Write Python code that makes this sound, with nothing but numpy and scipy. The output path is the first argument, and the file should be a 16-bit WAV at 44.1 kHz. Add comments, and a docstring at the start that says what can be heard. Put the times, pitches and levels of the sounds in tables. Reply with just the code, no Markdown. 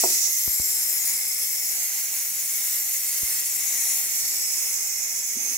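"""A small tiled kitchen: steam blows out of the release valve of an electric pressure cooker.
The jet roars, hisses and sprays through the resonances of the valve cap and a cup held over it,
while a hand-held stereo microphone moves about close by. Knocks ring the pot at the start,
three flecks of spray pop on the microphone ports, and a sleeve rubs the pot near the end."""
import sys
import numpy as np
from scipy import signal
from scipy.fft import rfft, irfft
from scipy.io import wavfile
from scipy.ndimage import uniform_filter1d, map_coordinates

SR = 44100
rng = np.random.default_rng(int(sys.argv[2]) if len(sys.argv) > 2 else 0)


def dump_mix(stems):
    """Bounce the given channels to the path in sys.argv[1] as a 16-bit WAV at rate SR."""
    frames = np.atleast_2d(stems).T  # one column per channel
    limited = np.clip(frames, -1, 1)  # hard clip at full scale
    pcm = np.round(limited * 32767).astype(np.int16)
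    wavfile.write(sys.argv[1], SR, pcm)


N = 245637
TIME = np.arange(N) / SR
HZ = np.maximum(np.fft.rfftfreq(N, 1 / SR), 1)

# microphone move: t/s, turn (0 facing the valve .. 1 turned furthest)
TURN = [(0, 1), (.75, 0.96), (1.3, 0.97), (1.68, 0.94), (1.95, 0.2), (3.2, 0.25), (3.85, 0.091),
        (4.35, 0.85), (5.57, 0.79)]
# pan (left minus right) of roar, hiss and spray: facing the valve/dB, added at full turn/dB
REGISTER_PANS = [(2, 0.5), (-4.6, 1), (2, 2.5)]


def steam(roar_room_db=1.0, hiss_room_db=2.5, spray_room_db=-4.5, hiss_from_hz=3320, spray_from_hz=8110):
    """The jet in three registers plus its resonances, each beamed its own way, with its own pan."""
    colour = valve_colour()
    turn, = in_time(TURN)
    near = near_echoes(irfft(rfft(jet()) * colour, N), turn)
    room = diffuse() * colour
    # roar and hiss reach the right port later as the microphone turns; the spray stays in step
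    roar = rfft([near[0], delayed(near[1], ms=0.15 * turn)]) + from_db(roar_room_db) * room
    hiss = rfft([near[0], delayed(near[1], ms=0.16 * turn)]) + from_db(hiss_room_db) * room
    spray = rfft(near) + from_db(spray_room_db) * room
    spray *= panned(db=5 * (1 - below(13500, order=30)))  # the very top is beamed to the left
    under_hiss, under_spray = below(hiss_from_hz, order=12), below(spray_from_hz, order=60)
    registers = roar * under_hiss, hiss * (1 - under_hiss) * under_spray, spray * (1 - under_spray)
    out = np.zeros((2, N))
    for spectrum, db, (facing_db, turned_db) in zip(registers, jet_levels(), REGISTER_PANS):
        out += rms_one(irfft(spectrum, N)) * from_db(db) * panned(facing_db + turned_db * turn)
    return shimmer(out + cap_tones(irfft(hiss, N), irfft(spray, N)))


def jet(spit_db=1.06, spit_rate=350):
    """Wet steam: droplets tearing through the nozzle roughen the flow."""
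    return rng.standard_normal(N) * from_db(spit_db * drift(spit_rate))


# fader ride of the jet at the microphone: t/s, nozzle hiss level/dB, fine spray level/dB
FLOW = [(0, -25, -23), (.245, -27.5, -27), (.295, -33, -26.5), (.42, -30, -25.5), (.54, -30, -24.5),
        (.84, -30.5, -25.5), (.92, -32.5, -25), (1.06, -31.5, -25), (1.3, -33, -27), (1.7, -32.5, -27.5),
        (1.87, -33.3, -29), (2.38, -32.5, -27), (2.52, -32.5, -27), (3.3, -32.5, -26.5), (3.72, -31, -27),
        (3.98, -31.5, -25.5), (4.07, -32.5, -28), (4.2, -29, -25.5), (4.64, -35.5, -28.5),
        (5.26, -35.5, -30.5), (5.57, -35, -30)]
# fader ride of the duller roar underneath: t/s, level/dB
ROAR = [(0, -38.5), (.35, -46), (.95, -42.5), (1.45, -44.5), (2.2, -45), (2.95, -45), (3.8, -42.5),
        (4.5, -43.5), (4.95, -44.5), (5.57, -43.5)]


def jet_levels(waver_db=0.72, waver_rate=5, spurt_hiss_db=3.5, spurt_spray_db=-2.5):
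    """Roar, hiss and spray in dB: the valve spits once, and the whole flow wavers."""
    roar, = in_time(ROAR)
    hiss, spray = in_time(FLOW)
    spurt = swell(at_s=0.259, length_s=0.008)
    levels = np.array([roar, hiss + spurt_hiss_db * spurt, spray + spurt_spray_db * spurt])
    return levels + waver_db * drift(waver_rate)


# tone curve of the jet's turbulence: f/Hz, relative level/dB
TURBULENCE = [(20, -45), (60, -30.5), (160, -27.5), (230, -28), (400, -23.5), (600, -23), (1150, -26),
              (1450, -22), (2450, -14), (3050, -19), (3750, -14), (4600, -9.5), (5500, -3.5), (6300, -3),
              (7400, -0.5), (8900, -5), (12000, -1.5), (15800, -4)]
# steady resonances of the valve and its cap: f/Hz, width/Hz, boost/dB
VALVE_PEAKS = [(796, 36, 6.5), (1950, 160, 4.5), (7630, 39, 7.5), (10950, 190, 5.5)]


def valve_colour():
    """Gain per frequency: broad turbulence boosted at each resonance of the valve."""
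    hz, db = np.transpose(TURBULENCE)
    boosts = sum(boost / (1 + (2 * (HZ - centre) / width) ** 2) for centre, width, boost in VALVE_PEAKS)
    return from_db(np.interp(np.log(HZ), np.log(hz), db) + boosts)


# gliding resonances of the valve and the cup over it, each a curve of t/s, f/Hz, level/dB
WHISTLE = [(0, 5400, -63), (.8, 5320, -41), (1.1, 5250, -41), (1.65, 5400, -41), (1.85, 5760, -60),
           (2.6, 5800, -50), (3.2, 5730, -47), (3.75, 5730, -41), (4.05, 5500, -53), (4.42, 5340, -33.5),
           (4.65, 5280, -38), (5.57, 5530, -50)]  # half-whistle low in the hiss, higher while the cup is close
RUSH = [(0, 5770, -34), (.12, 5900, -39), (.25, 6200, -26), (.29, 6250, -34), (.37, 6300, -33),
        (.46, 6240, -53), (.62, 6160, -43), (.85, 6300, -46), (1.0, 6400, -67), (1.7, 6400, -44),
        (1.9, 6570, -54), (2.65, 7300, -67), (3.2, 7100, -62), (3.95, 6700, -60), (4.2, 6450, -44),
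        (4.55, 6280, -36), (5.57, 6320, -35.5)]  # broad rush of the jet's core
CORE = [(0, 6560, -50), (.3, 6700, -40), (.5, 6300, -54), (.85, 6600, -56), (1.3, 6280, -46),
        (1.74, 6420, -42), (1.9, 6450, -42), (2.15, 6530, -42), (2.55, 6340, -51), (3.0, 6500, -45),
        (3.5, 6400, -51), (4.3, 6100, -43), (4.9, 6320, -40.5), (5.57, 6300, -46)]  # narrow ring within the rush
UPPER_RING = [(3.9, 6550, -90), (4.1, 6500, -55), (4.4, 6620, -35), (4.7, 7130, -39.5), (5.3, 6670, -41.5),
              (5.57, 6750, -44)]  # rises above it as the microphone sinks beside the pot
KEEN = [(0, 7050, -58), (.24, 7200, -33), (.35, 7260, -54), (.58, 7150, -48), (.8, 6900, -47),
        (1.03, 6720, -35), (1.25, 6880, -57), (1.7, 7070, -40), (1.87, 6740, -44), (2.75, 6730, -43.5),
        (3.3, 6680, -47), (3.72, 6640, -31), (4.0, 6820, -39), (4.6, 6740, -49), (4.9, 6840, -44)]  # keen note beamed to the left
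SIZZLE = [(.14, 7590, -37.5), (.33, 7600, -46), (.56, 7530, -33.5), (.84, 7650, -37), (1.0, 7670, -48),
          (1.9, 7800, -51), (3.2, 8100, -41), (3.72, 7650, -45), (4.25, 7850, -43), (4.6, 7850, -43),
          (5.57, 7700, -56)]  # the valve's edge, strongest while the pressure is highest
HOLLOW = [(0, 2050, -53), (.35, 2100, -52), (.9, 2150, -53), (1.35, 2160, -46.5), (1.9, 2160, -46.5),
          (2.7, 2160, -50), (3.8, 2120, -51), (4.35, 2170, -55), (4.9, 2110, -48.5), (5.57, 2200, -58)]  # hollow note of the cap
THIN = [(1.2, 10000, -64), (1.7, 9870, -47), (2.5, 9800, -51), (3.3, 9670, -48), (3.72, 9700, -37),
        (4.1, 9320, -52), (5, 10000, -53)]  # thin note in the spray while the cup is in the jet
OVERTONE = [(.4, 11600, -48), (.55, 11700, -35), (.85, 12160, -47), (1.2, 11800, -56), (1.7, 11200, -39),
            (1.95, 11900, -56), (3.8, 11600, -53), (4.9, 11600, -61)]  # high glint that glides up after the opening burst
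TOP_OVERTONE = [(0, 13000, -51), (.35, 13100, -54), (.52, 13100, -34), (.68, 12700, -44), (.92, 12900, -39),
                (1.15, 13400, -50), (1.9, 12600, -51), (2.7, 12260, -44), (4.9, 12500, -61)]  # a second glint above it
# resonances fed by the hiss and by the spray: curve, width/Hz, pan/dB
HISS_TONES = [(WHISTLE, 230, -2), (RUSH, 810, -31.5), (CORE, 63, -13), (UPPER_RING, 98, -20),
              (KEEN, 150, 60), (SIZZLE, 220, 11)]
SPRAY_TONES = [(HOLLOW, 132, 9.5), (THIN, 77, 9.1), (OVERTONE, 280, 18), (TOP_OVERTONE, 220, 10)]


def cap_tones(hiss, spray):
    """Cavities pick breathy tones out of the flow; they slide and swell as cup and microphone move."""
    out = np.zeros((2, N))
    for flow, tones in ((hiss, HISS_TONES), (spray, SPRAY_TONES)):
        for curve, width, pan_db in tones:
            hz, db = in_time(curve)
            out += gliding_band(flow, hz, width) * from_db(db) * panned(pan_db)
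    return out


# close reflections, lid to left and right port, then counter to left and right:
# starting delay/ms, slide/(ms per s), added at full turn/ms
ECHOES = [(0.661, 0.0596, -0.19), (0.892, -0.104, -0.058), (1.08, -0.021, 0.0083), (0.981, 0.0266, 0.035)]


def near_echoes(x, turn, lid_db=-11, counter_db=-14, sway_ms=0.055, sway_rate=0.88):
    """Direct sound and two reflections: a comb that sweeps as the hand travels, turns and sways."""
    paths_ms = [ms + ms_per_s * TIME + turned_ms * turn + sway_ms * drift(sway_rate)
                for ms, ms_per_s, turned_ms in ECHOES]
    off_lid, off_counter = delayed(x, paths_ms).reshape(2, 2, N)
    return x + from_db(lid_db) * off_lid + from_db(counter_db) * off_counter


def shimmer(x, slow_db=2.7, fast_db=2.0, flicker_from_hz=7000, size=1024):
    """Narrow bands of the steam swell and fade slowly at each port; the treble also flickers at both."""
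    hz, _, cells = signal.stft(x, SR, nperseg=size)

    def patches(channels, length_s, bins):
        """Random field of spread 1, smooth in time and frequency."""
        field = rng.standard_normal((channels, *cells.shape[1:]))
        for _ in range(2):
            field = uniform_filter1d(field, max(1, int(length_s * 2 * SR / size)), axis=2, mode="wrap")
            field = uniform_filter1d(field, bins, axis=1, mode="wrap")
        return field / field.std()

    treble = (hz ** 4 / (hz ** 4 + flicker_from_hz ** 4))[:, None]
    depth = np.interp(hz, [0, 5000], [.35, 1])[:, None]  # long waves change less as the hand moves
    swell_db = slow_db * depth * patches(channels=2, length_s=.25, bins=2)
    flicker_db = fast_db * treble * patches(channels=1, length_s=.025, bins=15)
    return signal.istft(cells * from_db(swell_db + flicker_db), SR, nperseg=size)[1][:, :N]


# hits on the pot: t/s, relative level/dB, contact softness/ms
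KNOCKS = [(0.0347, -18, 0.062), (0.0425, -49, 0.18), (0.052, -33, 0.36), (.066, -28, 0.97), (.097, -22, 2),
          (0.272, -43.5, 0.23)]
# ring of the pot and lid: f/Hz, relative level/dB, t60/s
POT_MODES = [(223, -14.5, 0.1), (316, -8, 0.24), (363, -4.5, 0.19), (398, 1, 0.049), (500, -3.5, 0.07),
             (643, 7.5, 0.026), (708, 10, 0.024), (883, 4, 0.029), (933, -3, 0.072), (1060, -5, 0.033),
             (1260, -16, .08), (1435, -12, 0.037)]


def knocks(level_db=-5.5, room_db=-5.0, pan_db=4.0):
    """Hits ring the pot; a soft contact is a long push that misses the higher modes."""
    force = np.zeros(N)
    for s, db, soft_ms in KNOCKS:
        push = np.exp(-np.abs(TIME - s) * 1000 / soft_ms) * (TIME >= s)
        force += from_db(db) * push / push.sum()
    body = sum((-1) ** k * from_db(db) * ring(force, hz, t60) for k, (hz, db, t60) in enumerate(POT_MODES))
    tail = signal.fftconvolve(body[None], kitchen(), axes=1)[:, :N]
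    return from_db(level_db) * (body * panned(pan_db) + from_db(room_db) * tail)


# flecks of spray on a port: t/s, level/dB, pan/dB, low-pass f/Hz
POPS = [(0.4778, -20.5, 36, 1500), (.599, -19.5, -29, 1500), (3.231, -23.5, 32, 600)]


def pops(swing_hz=58, swing_s=0.011, spike_s=0.0012, spike_share=0.6):
    """A fleck on a port gives a pressure spike, then the diaphragm swings back slowly."""
    out = np.zeros((2, N))
    for s, db, pan_db, top_hz in POPS:
        age = np.maximum(TIME - s, 0)
        swing = np.exp(-age / swing_s) * np.cos(2 * np.pi * swing_hz * age + np.pi / 3)
        push = (TIME >= s) * (spike_share * np.exp(-age / spike_s) + (1 - spike_share) * swing)
        lowpass = signal.butter(2, top_hz, fs=SR, output="sos")
        out += from_db(db) * signal.sosfilt(lowpass, push + 1e-18) * panned(pan_db)
    return out


def sleeve(band_hz=(195, 400), grip_db=-1.5, grip_rate=60, bump_db=-47.5, drag_db=-55.5):
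    """Cloth bumps and drags on the pot, gripping and slipping; the shell passes only a dull rumble."""
    drag_from_s, drag_to_s, fade_s = 5.34, 5.57, .03
    band = signal.butter(3, band_hz, "band", fs=SR, output="sos")
    friction = rng.standard_normal(N) * from_db(grip_db * drift(grip_rate))
    rub = rms_one(signal.sosfilt(band, friction))
    bump = swell(at_s=5.372, length_s=0.012)
    drag = np.clip(np.minimum(TIME - drag_from_s, drag_to_s - TIME) / fade_s, 0, 1)
    return rub * (from_db(bump_db) * bump + from_db(drag_db) * drag)


def kitchen(t60_s=0.16, predelay_s=.004):
    """The tiled room's short answer to a click, at both ports."""
    tail = irfft(diffuse(), N) * from_db(-60 * TIME / t60_s) * (TIME > predelay_s)
    return rms_one(tail)[:, :SR // 2] / np.sqrt(N)


def diffuse(alike_below_hz=450):
    """Spectra of sound arriving from all round the room; long waves reach both ports alike."""
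    mid, side = rfft(rng.standard_normal((2, N)))
    alike = below(alike_below_hz, order=2)
    return (np.sqrt(1 + alike) * mid + np.sqrt(1 - alike) * side * [[1], [-1]]) / np.sqrt(2)


def draught(level_db=-71, band_hz=(40, 120), gust_db=3.5, gust_rate=4.8):
    """Stirred air brushes each port with a faint rumble of its own."""
    band = signal.butter(2, band_hz, "band", fs=SR, output="sos")
    rumble = rms_one(signal.sosfilt(band, rng.standard_normal((2, N))))
    return rumble * from_db(level_db + gust_db * drift(gust_rate))


def from_db(db):
    """Decibels to gain."""
    return 10 ** (np.asarray(db) / 20)


def rms_one(x):
    """Each channel scaled to rms 1."""
    return x / np.sqrt(np.mean(x ** 2, axis=-1, keepdims=True) + 1e-20)


def in_time(rows):
    """The columns of a curve table at every sample."""
    s, *columns = np.transpose(rows)
    return [np.interp(TIME, s, c) for c in columns]


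def panned(db):
    """Constant-power gains for a pan given as left minus right in dB."""
    pair = from_db(np.array([db, -db]).reshape(2, -1) / 2)
    return pair / np.sqrt(np.mean(pair ** 2, axis=0))


def drift(rate, hop=40):
    """Smooth random wander of spread 1 that changes about rate times a second."""
    r = np.exp(-2 * np.pi * hop * rate / SR)
    slow = signal.lfilter([1], [1, -2 * r, r * r], rng.standard_normal(N // hop + 2002))[2000:]
    return np.interp(np.arange(N) / hop, np.arange(len(slow)), rms_one(slow))


def swell(at_s, length_s):
    """A smooth rise and fall of height 1."""
    return np.exp(-((TIME - at_s) / length_s) ** 2)


def below(edge_hz, order):
    """Soft edge over frequency: 1 under edge_hz, 0 above."""
    return 1 / (1 + (HZ / edge_hz) ** order)


def delayed(x, ms):
    """x heard ms later; the delay may move, and several rows of delays give several copies."""
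    return map_coordinates(x, [np.arange(N) - np.asarray(ms) * SR / 1000], order=3, mode="wrap")


def ring(clicks, hz, t60):
    """A unit click sets a sine of height 1 ringing."""
    r, w = from_db(-60 / (t60 * SR)), 2 * np.pi * hz / SR
    return signal.lfilter([0, np.sin(w)], [1, -2 * r * np.cos(w), r * r], clicks + 1e-18)


def gliding_band(x, hz, width_hz):
    """Band-pass around a moving centre: shift down, smooth, shift back; rms 1."""
    carrier = np.exp(2j * np.pi * np.cumsum(hz) / SR)
    r = np.exp(-2 * np.pi * width_hz / SR)
    band = signal.filtfilt([(1 - r) ** 2], [1, -2 * r, r * r], x / carrier, padtype="even", padlen=SR // 20)
    return rms_one((band * carrier).real)


def scene():
    """Steam up front, with knocks, sleeve, pops and draught under it."""
    return steam() + knocks() + sleeve() + pops() + draught()


def record(dry, cutoff_hz=15700):
    """A steep low-pass takes off the very top."""
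    return signal.sosfilt(signal.ellip(12, .1, 90, cutoff_hz, fs=SR, output="sos"), dry)


dry = scene()
out = record(dry)
dump_mix(out)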